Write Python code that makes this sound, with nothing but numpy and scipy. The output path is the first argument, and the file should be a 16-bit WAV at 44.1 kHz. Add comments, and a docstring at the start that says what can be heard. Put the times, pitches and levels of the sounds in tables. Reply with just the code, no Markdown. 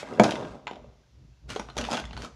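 """A pencil case thumps hard on a table, pens shift and click in it, and after a pause a hand rummages among them.
Thumps, bumps, clicks and landing pens are short struck tones, the clicks and landings with bursts of noise.
Rattling, rubbing and scuffing are showers of tiny random taps; the table rumbles under the moving arm.
The walls of a bare room add a short tail, and a small microphone close by colours and clips the sound."""
import sys
import numpy as np
from scipy import signal
from scipy.fft import rfft, irfft
from scipy.io import wavfile

SR = 44100
rng = np.random.default_rng(int(sys.argv[2]) if len(sys.argv) > 2 else 0)


def to_wav(sig):
    """Store sig (one row per channel, or 1-D mono) as 16-bit WAV at the path in sys.argv[1].

    Samples outside -1..1 are clipped; the rate is SR.
    """
    pcm = np.clip(np.atleast_2d(sig), -1, 1) * 32767
    pcm = np.round(pcm).astype(np.int16)
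    wavfile.write(sys.argv[1], SR, pcm.T)  # frames by channels


N = 103635  # length in samples

# ways a plastic pen barrel rings: (multiple of its ring pitch, level [dB], time to fall 60 dB [s])
BARREL_MODES = [(.56,-8.5,0.032),(1,-0.5,0.024),(1.08,-7.5,0.013),(1.55,-11.5,.012)]
# colour of the clack of a pen: (frequency [Hz], relative level [dB])
CLACK_COLOUR = [(500,-27),(1000,1),(1500,4.5),(1750,-2.5),(2200,-1),(3300,1),(4200,-6.5),(7000,-22),(15000,-72)]
CLICK_T60_S = 0.025  # the noise of a contact falls 60 dB in this time


def undb(db):
    """Turn decibels into a gain."""
    return 10 ** (np.asarray(db) / 20)


def unit(x):
    """Scale to an average (rms) level of 1."""
    return x / np.sqrt(np.mean(x ** 2) + 1e-20)


def curve(rows):
    """Draw a gain over time through (time [s], level [dB]) points."""
    s, db = np.array(rows).T
    return undb(np.interp(np.arange(N) / SR, s, db))


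def colour(x, points):
    """Filter through (frequency [Hz], level [dB]) points; white noise keeps its overall level."""
    hz, db = np.array(points).T
    size = 4096
    log_hz = np.log(np.fft.rfftfreq(size, 1 / SR) + 1)
    gain = unit(undb(np.interp(log_hz, np.log(hz), db)))
    # folding the cepstrum makes the filter respond at once, with nothing ahead of the sound
    cepstrum = irfft(np.log(gain))
    cepstrum[1:size // 2] *= 2
    cepstrum[size // 2 + 1:] = 0
    response = irfft(np.exp(rfft(cepstrum)))
    return signal.fftconvolve(x, response)[:len(x)]


def fade(t, t60):
    """Die away smoothly, by 60 dB in t60 seconds."""
    return np.exp(-np.log(1000) * t / max(t60, 1e-3))


def ring(modes, t, stretch=1):
    """Ring a struck object: fading sine tones that start in alternating directions."""
    out = 0
    for k, (hz, db, t60) in enumerate(modes):
        tone = np.sin(2 * np.pi * hz * stretch * t)
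        out = out + (-1) ** k * undb(db) * fade(t, t60) * tone
    return out


def add(out, s, x):
    """Mix x in at time s."""
    i = max(int(s * SR), 0)
    out[i:i + len(x)] += x[:max(N - i, 0)]


def grains(per_s, scatter_db):
    """Make random tiny taps, as in stick-slip, a few much stronger than the rest."""
    happens = rng.random(N) < per_s / SR
    sign = rng.choice([-1, 1], N)
    size = np.minimum(rng.exponential(size=N), 4)
    return unit(happens * sign * undb(scatter_db * size))


def soften(x):
    """Dull the very top, which a contact of soft plastic lasts too long to excite."""
    contact_hz = 9085
    return signal.sosfilt(signal.butter(4, contact_hz, fs=SR, output="sos"), x)


def blow():
    """The case hits the table top and sets its modes ringing."""
    # thumps, one hard and the others light: (time [s], level [dB])
    blows = [(0.1975,-5),(0.244,-28.5),(1.769,-38.5),(1.935,-29.5)]
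    # ways the table rings: (frequency [Hz], level [dB], time to fall 60 dB [s])
    table_modes = [(130,-16,.2),(197.2,-1.5,0.048),(225.8,-7.5,.23),(309.2,-10.5,0.18),(456,2,0.013),(503.7,-7,0.12),(615,-5,0.088),(709,-6,0.099),(853,0.5,0.0094)]
    out = np.zeros(N)
    table = ring(table_modes, np.arange(SR // 2) / SR)
    for s, db in blows:
        add(out, s, undb(db) * table)
    return out


def bumps():
    """Pens and case bump dully: a few cycles of the heavily damped case wall."""
    # soft contacts: (time [s], relative level [dB], pitch [Hz])
    soft_contacts = [(.029,-21.5,610),(.125,-20,470),(.185,-17,540),(.281,-21,466),(.319,-15.5,644),(.338,-18,316),(.366,-21.5,905),(.444,-23,267),(.767,-30,650),(.8435,-34,558.8),(1.561,-16.5,423),(1.564,-21,746),(1.887,-16,817)]
    t60_s, rise_s = 0.017, 0.0015
    t, out = np.arange(SR // 10) / SR, np.zeros(N)
    rise = 1 - np.exp(-t / rise_s)
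    for s, db, hz in soft_contacts:
        add(out, s, 1.55 * rise * ring([(hz, db, t60_s)], t))
    return out


def clicks():
    """Each contact of two pens snaps and chatters as knock, clack and tick, and rings one barrel at its pitch."""
    # pens striking each other, levels relative within each column:
    # (time [s], hollow knock [dB], barrel clack [dB], tip tick [dB], ring pitch [Hz], ring [dB])
    strikes = [(0.030,-35.5,-42,-66,2100,-35),(0.135,-46,-66,-54,4980,-48),(0.197,-5,-22,-28,2288,-14.5),(0.236,-13,-50,-26,6380,-31.5),(0.2419,-29,-19,-34.5,3690,-29),(0.262,-25,-47,-56,970,-20),(0.292,-22.5,-50,-59,2750,-33.5),(0.308,-40,-26,-32.5,3730,-28),(0.321,-46,-29,-46,2770,-31),(0.3553,-39,-34,-48,2030,-33),(0.4087,-40,-45,-55,1130,-31),(0.4501,-38,-45,-63,1580,-42),(0.711,-31,-42,-54,3600,-43),(0.733,-38,-45,-65.5,3500,-48),(0.757,-59,-48,-64,3560,-54),(1.5019,-35,-37,-36.5,2875,-30),(1.561,-40.5,-30.5,-43,6530,-37.5),(1.596,-26,-30,-41,5780,-33),(1.687,-37,-44.5,-71,2670,-47),(1.700,-44,-39.5,-57,4150,-43),(1.768,-32.5,-34,-40,6570,-41),(1.779,-37.5,-26,-30.5,6000,-34.5),(1.785,-41,-27.5,-38,5900,-26.5),(1.812,-48,-33,-36,2880,-29),(1.840,-63,-28.5,-46,2900,-35),(1.850,-60,-31,-41.5,3510,-30),(1.904,-45,-50,-48,4710,-34),(1.912,-48,-30.5,-36,5120,-34),(1.9185,-24,-35,-39,5010,-29),(1.930,-24,-25.5,-33.5,4800,-35),(1.935,-26,-35,-38,2600,-27.5),(1.945,-30.5,-30,-45,3280,-33),(1.952,-45,-39,-44,3390,-30),(1.9703,-47,-29,-38,2780,-27.5),(1.976,-29,-28,-46,2710,-29.5),(1.989,-30.5,-44,-48,3240,-31.5),(1.998,-37.5,-35,-39.5,3480,-36),(2.040,-46,-42,-55,1300,-37),(2.0534,-59,-46,-50,3410,-34.5),(2.109,-42,-43,-64,2780,-42.5),(2.131,-42,-37,-56,2200,-42),(2.1666,-43,-34.5,-55,2860,-43),(2.175,-34,-38,-47,4420,-36.5),(2.22,-52,-37,-43.5,4600,-38),(2.247,-34,-39,-43.5,1300,-28)]
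    # colours of knock and tick: (frequency [Hz], relative level [dB])
    knock_colour = [(30,-24),(100,-10),(220,-0.5),(450,-6.5),(800,-1),(1200,-12),(2000,-20.5),(5000,-55.5),(15000,-88.5)]
    tick_colour = [(2000,-29),(4400,1),(6600,2.5),(7900,-11),(10200,-10),(16000,-45.5)]
    snap_db, ring_gain_db = 7, -1
    t = np.arange(SR // 6) / SR
    knock, clack, tick, barrels = np.zeros((4, N))
    for s, knock_db, clack_db, tick_db, hz, ring_db in strikes:
        for part, db in ((knock, knock_db), (clack, clack_db), (tick, tick_db)):
            burst = rng.standard_normal(len(t)) * fade(t, CLICK_T60_S)
            burst[SR // 2000] += undb(snap_db)  # one sharp snap half a millisecond in
            add(part, s, undb(db) * burst)
        add(barrels, s, undb(ring_db + ring_gain_db) * ring(BARREL_MODES, t, hz))
    knock = undb(1.5) * colour(knock, knock_colour)
    clack = colour(clack, CLACK_COLOUR)
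    tick = undb(1) * colour(tick, tick_colour)
    return knock + clack + tick + soften(barrels)


def landing():
    """A loose pen lands on the table and rings freely at each bounce, with a little chatter."""
    # bounces: (time [s], level [dB])
    bounces = [(0.6697,-23),(0.678,-24)]
    # ways the loose pen rings: (frequency [Hz], level [dB], time to fall 60 dB [s])
    loose_modes = [(876,-0.5,0.013),(1022,-10.5,0.11),(2046,-6.5,0.017),(2752,-7.5,0.014),(7047,-21.5,0.017)]
    chatter_db = -9
    t, out = np.arange(SR // 6) / SR, np.zeros(N)
    for s, db in bounces:
        chatter = colour(rng.standard_normal(len(t)) * fade(t, CLICK_T60_S), CLACK_COLOUR)
        add(out, s, undb(db) * (ring(loose_modes, t) + undb(chatter_db) * chatter))
    return soften(out)


def rattle(count=6):
    """As they settle, pens of different lengths touch lightly at random, each with its own barrel ring."""
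    # strength of the light touches: (time [s], level [dB])
    strength = [(0,-51.5),(.18,-48.5),(.26,-41),(.5,-50),(.63,-74.5),(1.72,-77.5),(1.79,-43.5),(1.95,-43),(2.35,-82)]
    touches_per_s, scatter_db = 45, 3.5  # for each pen
    low_hz, high_hz = 952, 3497  # ring pitch of the longest and the shortest pen
    tilt_db = -8.5  # level of the shortest pen against the longest
    t, out = np.arange(SR // 20) / SR, np.zeros(N)
    for share in np.linspace(0, 1, count):
        pitch_hz = low_hz * (high_hz / low_hz) ** share
        barrel = unit(ring(BARREL_MODES, t, pitch_hz)) / np.sqrt(len(t) * count)
        touches = grains(touches_per_s, scatter_db) * curve(strength)
        out += undb(tilt_db * share) * signal.fftconvolve(touches, barrel)[:N]
    return soften(out)


def rub():
    """Pens scrape on each other in the case: a dense shower of tiny slips."""
    # strength of the scraping: (time [s], relative level [dB])
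    strength = [(0,-38.5),(.05,-56),(.18,-56.5),(.25,-38.5),(.33,-49),(.55,-60.5),(.62,-81),(1.47,-85),(1.497,-41),(1.55,-46.5),(1.66,-62),(1.745,-67),(1.785,-38.5),(1.83,-50.5),(1.94,-39),(2,-51),(2.07,-76),(2.15,-59),(2.25,-46.5),(2.3,-71)]
    # colour of the scraping: (frequency [Hz], relative level [dB])
    scrape_colour = [(30,-28.5),(100,-10.5),(220,5.5),(400,-2.5),(900,-2.5),(1400,4),(1750,-2),(2300,0),(3300,-3),(3900,-4),(6500,-8.5),(8000,-13.5),(10200,-21),(12000,-29),(15500,-47.5)]
    slips = grains(per_s=1100, scatter_db=1.5) * curve(strength)
    return undb(0.5) * colour(slips, scrape_colour)


def drag():
    """The case scuffs the table as it shifts under the hands: fewer, lower slips."""
    # strength of the scuffing: (time [s], relative level [dB])
    strength = [(0,-55.5),(.1,-39),(.19,-37),(.25,-21),(.3,-44),(.4,-34.5),(.56,-44.5),(.61,-54),(.8,-53),(1.1,-76.5),(1.4,-80.5),(1.5,-49),(1.74,-62.5),(1.78,-31),(1.86,-42),(1.94,-32),(2.12,-64.5),(2.24,-39.5),(2.35,-74)]
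    # colour of the scuffing: (frequency [Hz], relative level [dB])
    scuff_colour = [(40,-29.5),(100,-4.5),(160,-2),(228,6),(290,-1.5),(450,-0.5),(650,-3.5),(900,-8.5),(1300,-12.5),(2500,-41),(6000,-68)]
    slips = grains(per_s=470, scatter_db=1) * curve(strength)
    return undb(-1) * colour(slips, scuff_colour)


def rumble():
    """A low table resonance swells with each shift of the arm, amid dull handling noise."""
    # swells as the arm leans and shifts: (time of the peak [s], half length [s], level [dB])
    swells = [(0.24,0.023,-34.5),(0.53,0.047,-48.5),(0.861,0.09,-48),(1.235,0.11,-47),(1.495,0.086,-41),(1.642,0.14,-49),(1.82,0.083,-38.5),(2.04,0.033,-39.5),(2.155,0.11,-36.5),(2.344,0.031,-53)]
    # colour of the handling noise: (frequency [Hz], relative level [dB])
    noise_colour = [(20,-21.5),(45,-5.5),(60,8),(80,-11.5),(130,0.5),(160,-11.5),(230,-14.5),(400,-24),(1200,-69)]
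    centre_hz, rest_db = 58.55, -63.5  # the pitch drifts around the centre
    t = np.arange(N) / SR
    swell = undb(rest_db)
    for s, half, db in swells:
        swell = swell + undb(db) * np.cos(np.pi / 2 * np.clip((t - s) / half, -1, 1))
    drift = unit(colour(rng.standard_normal(N), [(5, 0), (15, -20), (60, -80)]))
    pitch_hz = centre_hz * (1 + 0.045 * drift)
    tone = np.sqrt(2) * np.sin(2 * np.pi * np.cumsum(pitch_hz) / SR)
    noise = unit(colour(rng.standard_normal(N), noise_colour))
    return swell * (undb(-4.5) * tone + undb(-4.5) * noise)


def background():
    """A faint steady noise, strongest in the bass, lies under everything."""
    # colour of the noise: (frequency [Hz], relative level [dB])
    noise_colour = [(30,-16),(64,-4.5),(130,-8.5),(266,-24),(460,-24.5),(1350,-32.5),(2300,-32.5),(5900,-33),(7200,-39),(8000,-50),(11000,-50),(16000,-60)]
    return undb(-62.5) * unit(colour(rng.standard_normal(N), noise_colour))


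def room(x, wet_db):
    """Add early reflections from the table and near walls, and a diffuse tail that fades at its own rate per band."""
    # bands of the tail: (centre [Hz], time to fall 60 dB [s], level [dB])
    bands = [(100.7,0.77,-10.5),(250,0.23,-7.5),(600,0.42,-7.5),(1490,0.37,-10),(3500,0.75,-14.5),(6470,0.43,-8.5),(11000,.3,-15)]
    gap_s, early_t60_s, early_db = 0.0044, 0.12, -8
    t = np.arange(SR) / SR
    log_hz = np.log(np.fft.rfftfreq(SR, 1 / SR) + 1)
    centres = np.log([row[0] for row in bands])
    noise = rfft(rng.standard_normal(SR))
    arrived = t > gap_s
    early = rng.standard_normal(SR) * fade(t, early_t60_s) * arrived
    response = undb(early_db) * unit(early)
    # each row of the identity matrix picks out one band, blending into its neighbours
    for share, (_, t60, db) in zip(np.eye(len(bands)), bands):
        band_noise = irfft(noise * np.interp(log_hz, centres, share))
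        response = response + undb(db) * band_noise * unit(fade(t, t60) * arrived)
    echo = signal.fftconvolve(x, response / np.sqrt(SR))[:N]
    return x + undb(wet_db) * echo


def scene():
    """Mix the sources; each group reaches the walls from its own place, so it gets its own echoes."""
    thumps = room(soften(blow()), wet_db=-3.5)
    dull_bumps = room(soften(bumps()), wet_db=-1)
    pens = room(clicks() + landing(), wet_db=0)
    rummaging = room(rub() + drag() + rattle(), wet_db=0)
    return (thumps + dull_bumps + pens + rummaging + rumble() + background())[None]


def record(dry):
    """The microphone colours the sound and clips peaks that are too loud; the top is cut."""
    # colour of the small microphone: (frequency [Hz], relative level [dB])
    mic_colour = [(15,-18.5),(50,0),(13000,0),(16000,-11.5)]
    clip_level, top_hz = 0.71, 15900
    heard = undb(-2.5) * colour(dry[0], mic_colour)[None]
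    clipped = np.clip(heard, -clip_level, clip_level)
    return signal.sosfilt(signal.ellip(8, .2, 70, top_hz, fs=SR, output="sos"), clipped)


dry = scene()
out = record(dry)
to_wav(out)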